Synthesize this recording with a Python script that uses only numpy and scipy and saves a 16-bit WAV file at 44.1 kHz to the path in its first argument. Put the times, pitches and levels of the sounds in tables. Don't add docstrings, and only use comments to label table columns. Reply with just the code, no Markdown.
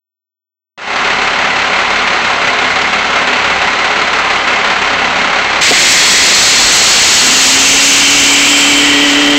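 import sys
import numpy as np
from scipy import signal
from scipy.fft import rfft, irfft, next_fast_len
from scipy.io import wavfile
from scipy.ndimage import map_coordinates

SR = 44100
rng = np.random.default_rng(int(sys.argv[2]) if len(sys.argv) > 2 else 0)


def dump_mix(stems):
    frames = np.atleast_2d(stems).T
    limited = np.clip(frames, -1, 1)
    pcm = np.round(limited * 32767).astype(np.int16)
    wavfile.write(sys.argv[1], SR, pcm)


N = 413658
TIME = np.arange(N) / SR


def amp(db):
    return 10 ** (np.asarray(db) / 20)


def unit(x):
    return x / np.sqrt(np.mean(x ** 2) + 1e-20)


def gain_at(points, hz):
    f, db = np.transpose(points)
    return amp(np.interp(np.log(hz + 1), np.log(f + 1), db))


def wobble(rate):
    return map_coordinates(rng.standard_normal(int(N * rate / SR) + 4), [TIME * rate])


def filtered(x, response):
    size = next_fast_len(N + SR // 2)
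    return irfft(rfft(x, size) * response(np.fft.rfftfreq(size, 1 / SR)), size)[:N]


def noise(response):
    return unit(filtered(rng.standard_normal(N), response))


def resonance(f, hz, width):
    return 1j * f * width / (hz * hz - f * f + 1j * f * width)


def crank(cycle_hz=5.835, drift=0.0034):
    return cycle_hz * TIME + drift * wobble(2)


# place in the engine cycle from 0 to 1, relative knock level in dB.
FIRINGS = [(.095, 4), (.265, 1.5), (.425, 4.5), (.595, 0), (.765, 1.5), (.915, -3.5)]
# frequency in Hz, relative level in dB.
BLOCK_SPECTRUM = [(25, -32.5), (100, -15), (190, -9.5), (330, -9), (560, -7), (780, -1), (1400, -1),
                  (2500, -2.5), (3300, -8), (4200, -11.5), (5000, -17.5), (6300, -20), (8000, -26.5)]
# frequency in Hz, width in Hz, lift in dB.
PANEL_MODES = [(417, 33, 6.5), (562.5, 26, 7), (698, 12, 2.5), (763, 36, 4), (1032, 60, 3), (1338, 35, 4),
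               (1437, 36, 3.5), (2006, 37, 6), (2140, 38, 6.5), (2660, 64, 2), (3060, 31, 4),
               (4130, 120, 4), (4640, 22, 5.5), (6200, 150, 3)]

def clatter(cycle, knock_s=0.0097, scatter_db=1.5, wash_db=-3, tick_db=0.5, level_db=-10.5):
    def block(f):
        ringing = sum((amp(db) - 1) * resonance(f, hz, width) for hz, width, db in PANEL_MODES)
        return gain_at(BLOCK_SPECTRUM, f) * (1 + ringing)

    blows = np.zeros(N)
    for place, db in FIRINGS:
        at = np.flatnonzero(np.diff(np.floor(cycle - place)) > 0)
        blows[at] = amp(db + scatter_db * rng.standard_normal(64)[:len(at)]) ** 2
    t = TIME[:SR // 8]
    knock = np.exp(-t / knock_s) * (1 - np.exp(-t / 0.00084))
    power = np.abs(signal.fftconvolve(blows, knock)[:N]) + amp(wash_db) ** 2
    ticks = amp(tick_db * wobble(420))
    force = np.sqrt(power) * ticks * rng.standard_normal(N)
    return amp(level_db) * unit(filtered(force, block))


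# multiple of the cycle rate, mean level in dB.
ENGINE_TONES = [(6, -36.5), (7, -47), (12, -36), (17.25, -44.5), (18, -44.5), (30, -41), (34.5, -43.5),
                (36, -43), (43, -37), (119.2, -38.5), (127.7, -37.5), (211.1, -34), (246.8, -35)]

def drone(cycle, waver_db=3.5):
    out = np.zeros(N)
    for order, db in ENGINE_TONES:
        level = np.sqrt(2) * amp(db + waver_db * wobble(5.1))
        out += level * np.sin(2 * np.pi * (order * cycle + rng.random()))
    return out


# start in seconds, level in dB, ring in Hz, seconds to fall 60 dB.
HOSE_KICKS = [(5.608, -7, 420, .015), (5.684, -2.5, 240, .09), (5.708, 6.5, 510, 0.055),
              (5.7165, 10.5, 715, 0.046)]

def hose_kicks(ring=0.73, low_hz=130, puff_over_ring=1.2):
    out = np.zeros(N)
    for start, db, hz, t60 in HOSE_KICKS:
        t = np.maximum(TIME - start, 0)
        puff = noise(lambda f: (f > low_hz) / (1 + (f / (puff_over_ring * hz)) ** 4))
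        envelope = amp(db - 60 * t / t60) * (1 - np.exp(-t / 0.00059))
        out += envelope * (puff + ring * np.sin(2 * np.pi * hz * t))
    return out


# frequency in Hz, relative level in dB.
HISS_SPECTRUM = [(60, -17), (250, -6), (900, -9), (1600, -3.5), (2100, 1.5), (3000, -0.5), (4400, -0.5),
                 (5400, -3), (7500, -3), (8500, -4.5)]

def hiss(age, spent, split_hz=4500, build_s=0.12, flutter_db=1.0):
    rush = noise(lambda f: gain_at(HISS_SPECTRUM, f))
    body = filtered(rush, lambda f: 1 / (1 + (f / split_hz) ** 4))
    treble = rush - body
    body_gain = amp(0.9 - 1.5 * age - 2.5 * spent)
    treble_gain = amp(0.5 - 11 * spent) * (1 - 0.49 * np.exp(-age / build_s))
    return amp(flutter_db * wobble(25)) * (body_gain * body + treble_gain * treble)


# frequency in Hz, relative level in dB.
BUFFET_SPECTRUM = [(15, -6), (35, 5.5), (80, 3), (160, -9), (400, -30), (1500, -63)]

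def buffet(spent, level_db=-23, fade_db_per_s=24.5, gust_db=3.4):
    level = amp(level_db - fade_db_per_s * spent + gust_db * wobble(12))
    return level * noise(lambda f: gain_at(BUFFET_SPECTRUM, f))


# frequency in Hz, nominal width in Hz, level at the peak in dB,
# time of the peak in seconds, spread in seconds.
HOSE_MODES = [(2070, 350, -7.5, 5.87, 0.44), (3355, 83, -15, 6.1, 0.22), (4280, 180, -11.5, 6.65, 0.66),
              (6170, 85, -15.5, 7.8, 0.39), (6730, 350, -14.5, 7.5, 0.63), (2308, 174, -9, 8.46, 0.58),
              (2736, 160, -9.5, 8.18, 0.88), (3074, 144, -8, 8.83, 1), (7520, 480, -12.5, 8.57, 0.24),
              (1943, 80, -12, 9.08, 0.28)]

def whistles(flutter_db=0.73):
    out = np.zeros(N)
    for hz, width, db, peak_s, spread_s in HOSE_MODES:
        swell = np.exp(-.5 * ((TIME - peak_s) / spread_s) ** 2)
        level = swell * amp(db + flutter_db * wobble(40))
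        out += level * noise(lambda f: resonance(f, hz, 1.8 * width) ** 2)
    return out


def air_blast(open_s=5.609, spent_s=8.28, attack_s=0.0087):
    age = np.maximum(TIME - open_s, 0)
    spent = np.maximum(TIME - spent_s, 0)
    jet = hiss(age, spent) + whistles() + buffet(spent)
    return jet * np.minimum(age / attack_s, 1)


# harmonic number, final level in dB against the second harmonic.
HUM_PARTIALS = [(1, -21.5), (3, -10.5), (4, -13)]

def line_hum(cycle, start_s=7.15, attack_s=0.07, settle_s=0.6, final_hz=144.4, flat_hz=18.5,
             start_db=-20, swell_db_per_s=7, buzz_growth=0.42, shake=0.24):
    age = np.maximum(TIME - start_s, 0)
    unsettled = np.exp(-age / settle_s)
    jitter = (.007 + .022 * unsettled) * wobble(30)
    pitch_hz = (final_hz - flat_hz * unsettled) * (1 + jitter)
    phase = 2 * np.pi * np.cumsum(pitch_hz) / SR
    level_db = start_db + swell_db_per_s * age
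    buzz = amp(buzz_growth * (level_db - level_db.max()))
    partials = sum(amp(db) * np.sin(k * phase + rng.uniform(0, 2 * np.pi)) for k, db in HUM_PARTIALS)
    tone = np.sqrt(2) * (np.sin(2 * phase) + buzz * partials)
    throb = 1 + shake * np.sin(2 * np.pi * len(FIRINGS) * cycle)
    waver_db = (0.5 + 2.5 * unsettled) * wobble(20)
    return tone * throb * amp(level_db + waver_db) * np.minimum(age / attack_s, 1)


def scene():
    cycle = crank()
    return (clatter(cycle) + drone(cycle) + air_blast() + line_hum(cycle) + hose_kicks())[None]


def fade_in(start_s=0.776, length_s=0.25, first_db=-17.5, curve=1.2):
    switch_on = np.clip((TIME - start_s) / .002, 0, 1)
    rise = np.clip((TIME - start_s) / length_s, 0, 1) ** curve
    return switch_on * (rise + amp(first_db) * (1 - rise))


def limiter(x, ceiling=.725):
    starts = np.r_[0, np.flatnonzero(np.diff(x > 0)) + 1]
    peaks = np.maximum.reduceat(np.abs(x), starts)
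    lengths = np.diff(np.r_[starts, N])
    return x / np.repeat(np.maximum(1, peaks / ceiling), lengths)


# frequency in Hz, gain in dB.
MICROPHONE_RESPONSE = [(7900, 0.5), (8300, -4), (8700, -13.5), (9200, -43.5), (10000, -95)]
# frequency in Hz, gain in dB.
RECORDER_TONE = [(40, -9), (100, -6), (220, -0.5), (7800, -0.5), (9000, -6), (10500, -4.5), (13000, 0.5),
                 (15500, 1)]

def record(dry, top_hz=15800):
    picked_up = filtered(dry[0], lambda f: gain_at(MICROPHONE_RESPONSE, f))
    squeezed = limiter(picked_up * fade_in())
    return filtered(squeezed, lambda f: gain_at(RECORDER_TONE, f) * (f < top_hz))[None]


dry = scene()
out = record(dry)
dump_mix(out)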